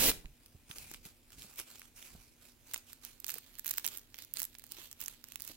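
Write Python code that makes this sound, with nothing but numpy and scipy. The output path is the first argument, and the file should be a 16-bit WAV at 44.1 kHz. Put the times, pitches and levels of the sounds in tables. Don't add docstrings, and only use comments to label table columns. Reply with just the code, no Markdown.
import sys
import numpy as np
from scipy import signal
from scipy.fft import rfft, irfft, next_fast_len
from scipy.io import wavfile
from scipy.ndimage import map_coordinates

SR = 44100
rng = np.random.default_rng(int(sys.argv[2]) if len(sys.argv) > 2 else 0)


def waveform_to_disk(signal):
    frames = np.transpose(np.atleast_2d(signal))
    scaled = np.clip(frames, -1, 1) * 32767
    samples = np.round(scaled).astype(np.int16)
    wavfile.write(sys.argv[1], SR, samples)


N = 245195

# (relative, per Hz)
RIP_COLOUR_POINTS = [(40, 8), (140, -5), (240, 7), (500, 2), (800, -1), (1200, -7.5), (1700, -1), (2400, 1),
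                     (3300, 0), (5000, 1), (10000, 1), (15000, 1)]
# start_s, length_s, level_db, swell_db (start to end)
BRACE_HEAVES = [(0, 0.18, -49, -12), (.78, 0.24, -64, -3), (1.35, 0.05, -62.5, 6), (2.14, 0.027, -60.5, -2)]
# start_s, level_db, pitch_hz, t60_s (time to fall by 60 dB)
BRACE_BUMPS = [(0.244, -43, 232, 0.033), (0.248, -44, 33.9, 0.24), (0.546, -46, 85, 0.074),
               (0.7, -39.5, 148, 0.026), (0.911, -43, 340, .03), (1.056, -47.5, 157, 0.058),
               (1.381, -52, 149, 0.026), (1.445, -49, 206, .04), (1.598, -48.5, 337, 0.051),
               (2.15, -40, 169, 0.032), (3.36, -44, 440, 0.023), (4.782, -55, 352, 0.089),
               (5.495, -48.5, 304, 0.079)]
# start_s, length_s, level_db, swell_db (start to end)
RUB_STROKES = [(.703, 0.021, -49.5, 1), (.765, 0.025, -48, 0), (.81, 0.15, -54, -4),
               (1.055, 0.034, -52.5, -7), (1.33, 0.029, -58.5, -10), (1.386, 0.18, -56, -9.5),
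               (1.585, 0.011, -42, 3.5), (1.68, 0.2, -57.5, -9), (1.97, 0.11, -53.5, 0),
               (2.1, .19, -61, -9.5), (2.42, 0.072, -59.5, 1.5), (2.67, 0.11, -55, 0),
               (2.87, .06, -58, 3.5), (3.04, 0.1, -56, -12), (3.275, .1, -50, 3.5), (3.42, 0.15, -60, 3),
               (3.66, 0.14, -50, -1), (3.85, 0.11, -48, -2.5), (4.18, 0.041, -52, 1),
               (4.368, 0.075, -48.5, -7), (4.719, .01, -51, 0), (4.75, 0.11, -50, 2.5),
               (5.008, 0.038, -47, -5), (5.08, 0.062, -55, -6), (5.26, 0.079, -61, 0),
               (5.43, 0.085, -51, 2.5)]
# (relative, per Hz)
CLOTH_COLOUR = [(60, -18), (300, -1.5), (550, -3.5), (1100, -2), (1500, 0), (1850, -4), (2400, 4),
                (3100, 0), (5500, 2), (9000, 1.5), (12500, 2), (15500, -0.5)]
# (relative, per Hz)
PILE_COLOUR = [(60, -8), (350, -2.5), (700, -11), (1200, -5.5), (2000, -5), (2800, -1), (4200, 1),
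               (5500, -3), (7500, -1.5), (10000, -6.5), (12000, -1), (15500, -3.5)]
# (relative, per Hz)
AIR_COLOUR = [(15, -30), (26, 5), (41, -4), (62, -9.5), (85, -4), (125, -8.5), (185, -22), (270, -10),
              (400, -18), (650, -21), (1200, -28), (2630, -24.5), (7500, -35), (10000, -30), (15000, -29)]
# start_s, level_db, brightness_db (treble over body)
LOUD_HOOKS = [(0.1157, -9, 0), (0.2578, -33, -23), (0.4616, -28, 7), (0.713, -26, -31), (0.7847, -17.5, -3),
              (0.915, -20, 8), (0.9391, -19.5, -3), (0.9455, -18.5, -9), (1.0537, -24, 0), (1.305, -31, -2),
              (1.3213, -31.5, -1), (1.4215, -22.5, -5), (1.5851, -20, 8), (1.5996, -14, 10),
              (1.7577, -26.5, -2), (1.796, -26.5, 10), (1.818, -24, -7), (2.0264, -24.5, -10),
              (2.7131, -25, -2), (2.7369, -10, 4.5), (2.742, -15, -10), (2.7439, -6.5, 0.5),
              (2.7613, -18, -17), (2.7781, -25, 21), (2.9314, -21, 6), (3.0503, -16.5, 7.5),
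              (3.2022, -23.5, 22), (3.2446, -12, -3.5), (3.2667, -17, 10), (3.2888, -16.5, 12),
              (3.2947, -13, 11), (3.3031, -11.5, 12), (3.3413, -14.5, 13), (3.3842, -17.5, 7),
              (3.554, -26.5, 4), (3.587, -19, 9), (3.5952, -13.5, 9.5), (3.6466, -17.5, 8),
              (3.6604, -12.5, 9), (3.666, -7.5, 8), (3.6792, -10.5, 11), (3.691, -12, 5), (3.6964, -14, 12),
              (3.7092, -11.5, 12), (3.712, -7.5, 11), (3.7392, -16, 9), (3.774, -17, 20),
              (3.7827, -3.5, 10), (3.845, -9, 1), (3.85, -10, -4), (3.8569, -13.5, 4), (3.8647, -7.5, 14.5),
              (3.8773, -7.5, 4), (3.8864, -15.5, 2), (3.9736, -16, 13), (4.144, -18.5, -6),
              (4.1878, -19, 11), (4.2223, -19, 5.5), (4.2488, -25, 15), (4.339, -14, 22),
              (4.371, -11.5, -3), (4.3907, -17, 12), (4.3958, -12, 10), (4.402, -11, 11),
              (4.4185, -8.5, 5.5), (4.4308, -9.5, 17), (4.4415, -17.5, 14), (4.4522, -13, 11),
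              (4.5518, -24, -3), (4.586, -27, 11), (4.7202, -14, 5.5), (4.914, -21, 8), (4.9286, -19.5, 11),
              (5.0056, -18.5, 18), (5.015, -16.5, 19), (5.0822, -11, 13), (5.2415, -18.5, 8),
              (5.3214, -21.5, 7), (5.3579, -10.5, -0.5), (5.406, -19.5, 8), (5.421, -17, 14),
              (5.4505, -21.5, 16), (5.4775, -18.5, 15)]
# start_s, length_s, level_db
STRAP_TUGS = [(1.419, 0.2, -33.5), (3.259, .11, -25), (3.652, .15, -25), (3.932, 0.064, -31),
              (4.147, .1, -33.5), (4.363, .07, -23.5), (4.52, .2, -34), (5.0, 0.067, -29),
              (5.281, 0.15, -31.5), (5.431, 0.059, -29.5)]
# time_s, balance_db (left minus right)
HAND_PLACE = [(0, -0.5), (.9, 1.5), (1.6, -1), (2.7, -3.5), (3.3, -7), (3.8, -4.5), (4.5, -7), (5.56, -6.5)]
# pitch_hz, likeness (no unit, 1 = the same)
LEFT_RIGHT_LIKENESS = [(60, 0.73), (300, 0.74), (1000, 0.59), (3000, 0.36), (8000, 0.42), (15000, 0.35)]
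# pitch_hz, t60_s (time to fall by 60 dB)
ROOM_FADE = [(150, 0.31), (1500, 0.34), (6000, 0.29), (15000, 0.24)]

RIP_END_S, RIP_DB, RIP_SWELL_DB, RIP_RELEASE_S = 0.1, -24.5, 3.5, 0.0074
HEAVE_ATTACK_S, HEAVE_RELEASE_S, HEAVE_REST_DB = 0.029, 0.042, -76.5
STROKE_ATTACK_S, STROKE_RELEASE_S = 0.012, 0.02
RESTING_DB, HOLDING_DB = -69, -63.5
SNAP_DB, SNAP_SHARE = -2.5, 0.055
SPRAY_SPREAD_DB, SPRAY_BRIGHT_DB, SPRAY_BRIGHT_SPREAD_DB = 6, 7, 3
PORT_LAG_S = 3 / SR
TOP_HZ = 16100


def amp(db):
    return 10 ** (np.asarray(db) / 20)


def unit(x):
    return x / np.sqrt(np.mean(x ** 2) + 1e-20)


def along(points, hz):
    f, v = np.transpose(points)
    return np.interp(np.log(hz + 1), np.log(f + 1), v)


def curve(rows):
    return np.interp(np.arange(N) / SR, *np.transpose(rows))


def wobble(rate):
    points = rng.standard_normal(int(N * rate / SR) + 4)
    return map_coordinates(points, [np.arange(N) * rate / SR])


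def filtered(x, response):
    m = next_fast_len(N + SR // 2)
    spectrum = rfft(x, m) * response(np.fft.rfftfreq(m, 1 / SR))
    return irfft(spectrum, m)[..., :N]


def stereo(pair, colour):
    def response(hz):
        turn = np.arccos(np.clip(along(LEFT_RIGHT_LIKENESS, hz), -1, 1)) / 2
        return amp(along(colour, hz)) * [np.cos(turn), np.sin(turn)]

    mid, side = filtered(pair, response)
    return unit(np.array([mid + side, mid - side]))


def placed(pair, extra_db, lag_s):
    lean = amp(np.array([[.5], [-.5]]) * (curve(HAND_PLACE) + extra_db))
    late = filtered(pair, lambda hz: np.exp(-2j * np.pi * hz * np.array([[lag_s], [0]])))
    return late * lean / np.sqrt(np.mean(lean ** 2, axis=0))


def patchy(x, depth_db, size=512):
    z = signal.stft(x, nperseg=size)[2]
    blur = np.outer(np.hanning(17), np.hanning(15))
    patches = signal.fftconvolve(rng.standard_normal(z.shape[1:]), blur, "same")
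    shifted = z * amp(depth_db * unit(patches))
    return unit(signal.istft(shifted, nperseg=size)[1][:, :N])


def fibres(colour, rate, spread_db, clump_db, smooth, patch_db):
    slips = (rng.random(N) < rate / SR) * amp(spread_db * rng.uniform(-0.62, 1, N))
    grains = unit(slips * rng.choice([-1, 1], (2, N)))
    grains = grains + smooth * rng.standard_normal((2, N))
    bunched = stereo(grains, colour) * amp(clump_db * wobble(260))
    return patchy(bunched, patch_db)


def gestures(rows, attack_s, release_s):
    t, power = np.arange(N) / SR, np.zeros(N)
    for start, length, db, swell_db in rows:
        progress = np.clip((t - start) / length, 0, 1)
        before, after = np.minimum(t - start, 0), np.maximum(t - start - length, 0)
        edges = np.exp(before / attack_s - after / release_s)
        power += (edges * amp(db + swell_db * (progress - .5))) ** 2
    return np.sqrt(power)


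def rip():
    rasp = fibres(RIP_COLOUR_POINTS, rate=7000, spread_db=1.0, clump_db=1.0, smooth=0.52, patch_db=1.0)
    pull = gestures([(0.00012, RIP_END_S, RIP_DB, RIP_SWELL_DB)], STROKE_ATTACK_S, RIP_RELEASE_S)
    return pull * placed(rasp, extra_db=-3, lag_s=PORT_LAG_S)


def brace(attack_s=0.0017, dullness=0.61):
    bumps, t = np.zeros(N + SR), np.arange(SR // 4) / SR
    for start, db, hz, t60 in BRACE_BUMPS:
        lowpass = signal.butter(2, 2 * hz, fs=SR, output="sos")
        padding = unit(signal.sosfilt(lowpass, rng.standard_normal(len(t))))
        ring = np.sin(2 * np.pi * hz * t) + dullness * padding
        fade = amp(db - 60 * t / t60) * (1 - np.exp(-t / attack_s))
        bumps[round(start * SR):][:len(t)] += fade * ring
    colour = [(12, -12), (30, 1.5), (70, -3.5), (150, -8), (400, -16), (1500, -52), (5000, -100)]
    rumble = stereo(rng.standard_normal((2, N)), colour)
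    shifting = np.hypot(gestures(BRACE_HEAVES, HEAVE_ATTACK_S, HEAVE_RELEASE_S), amp(HEAVE_REST_DB))
    return (bumps[:N] + shifting * rumble) * amp([[-2], [1.8]])


def rubbing(grip_s=3.05):
    grip = curve([(grip_s - .3, 0), (grip_s + 0.39, 1)])
    cloth = fibres(CLOTH_COLOUR, rate=2500, spread_db=7.5, clump_db=2.0, smooth=0.82, patch_db=2.0)
    pile = fibres(PILE_COLOUR, rate=1500, spread_db=7, clump_db=2.5, smooth=0.54, patch_db=2.0)
    soft = amp(-0.22) * np.sqrt(1 - grip) * placed(cloth, extra_db=-2.5, lag_s=PORT_LAG_S / 2)
    crisp = amp(-1.83) * np.sqrt(grip) * placed(pile, extra_db=-1, lag_s=PORT_LAG_S)
    faint = amp(RESTING_DB + (HOLDING_DB - RESTING_DB) * grip)
    sliding = np.hypot(gestures(RUB_STROKES, STROKE_ATTACK_S, STROKE_RELEASE_S), faint)
    return sliding * (soft + crisp)


def background(hum_hz=240, hum_db=-73, air_db=-67):
    waver = amp(1.2 * wobble(4))
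    phase = 2 * np.pi * hum_hz * np.arange(N) / SR + 0.15 * wobble(3.4)
    hum = amp(hum_db) * waver * np.sin(phase)
    return hum + amp(air_db) * stereo(rng.standard_normal((2, N)), AIR_COLOUR)


def spray(count=11):
    rows = []
    for start, length, db in STRAP_TUGS:
        moments = start + length * (np.arange(count) + rng.random(count)) / count
        strength, colour = rng.standard_normal((2, count))
        levels = db + SPRAY_SPREAD_DB * strength
        rows += zip(moments, levels, SPRAY_BRIGHT_DB + SPRAY_BRIGHT_SPREAD_DB * colour)
    return rows


def dying_noise(t, t60_s):
    return unit(rng.standard_normal((2, len(t))) * amp(-60 * t / t60_s)) / np.sqrt(len(t))


def hooks(scatter=0.97, scatter_t60_s=0.0025, flutter=0.37, flutter_t60_s=0.012, ripple_db=1.5,
          neighbour_db=-13, apart_s=.0014, size=1024):
    out = np.zeros((2, N + 2 * size))
    lead = size // 4
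    t, hz = np.arange(size - lead) / SR, np.fft.rfftfreq(size, 1 / SR)
    for start_s, db, bright_db in LOUD_HOOKS + spray():
        pulse = (t == 0) + scatter * dying_noise(t, scatter_t60_s) + flutter * dying_noise(t, flutter_t60_s)
        pulse = np.pad(pulse / np.linalg.norm(pulse[1]), ((0, 0), (lead, 0)))
        delays = rng.normal(0, apart_s, size=3)
        neighbours = sum(np.roll(pulse, round(d * SR), axis=1) for d in delays)
        pulse = pulse + amp(neighbour_db) * neighbours
        body_db, tick_db = db - bright_db / 2, db + bright_db / 2
        snap_db = db + SNAP_DB + SNAP_SHARE * bright_db
        colour = [(100, body_db - 11), (400, body_db - 11.5), (900, body_db - 6.5),
                  (1600, body_db), (4000, body_db),
                  (5600, snap_db + 2.5), (8000, snap_db + 3.5), (10000, snap_db - 0.5),
                  (11600, tick_db), (16000, tick_db)]
        ripple = ripple_db * map_coordinates(rng.standard_normal(32), [hz / 900], mode="mirror")
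        coloured = irfft(rfft(pulse, size) * amp(along(colour, hz) + ripple), size)
        first = round(start_s * SR) - lead
        out[:, first:first + size] += coloured
    return amp(-1.5) * placed(out[:, :N], extra_db=-4.5, lag_s=PORT_LAG_S)


def room(x, count=2048):
    wet = np.zeros((2, N))
    for k in range(4):
        hz, _, z = (noise := signal.stft(rng.standard_normal((2, SR // 3)), SR, nperseg=256))
        fade = amp(-60 * noise[1] / along(ROOM_FADE, hz)[:, None])
        tail = signal.istft(z * fade, SR, nperseg=256)[1]
        tail = np.pad(tail / np.linalg.norm(tail[0]), ((0, 0), (SR // 300, 0)))
        turn = np.arange(N) // count % 4 == k
        wet += signal.fftconvolve(x[1:] * turn, tail, axes=1)[:, :N]
    return wet


def scene():
    snaps, tear, rub = hooks(), rip(), rubbing()
    wet = room(amp(-20.5) * snaps + amp(-14.5) * tear + amp(-13.5) * rub)
    return snaps + tear + rub + wet + brace() + background()


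def record(dry):
    return filtered(dry, lambda hz: 1 / np.sqrt(1 + (hz / TOP_HZ) ** 240))


dry = scene()
out = record(dry)
waveform_to_disk(out)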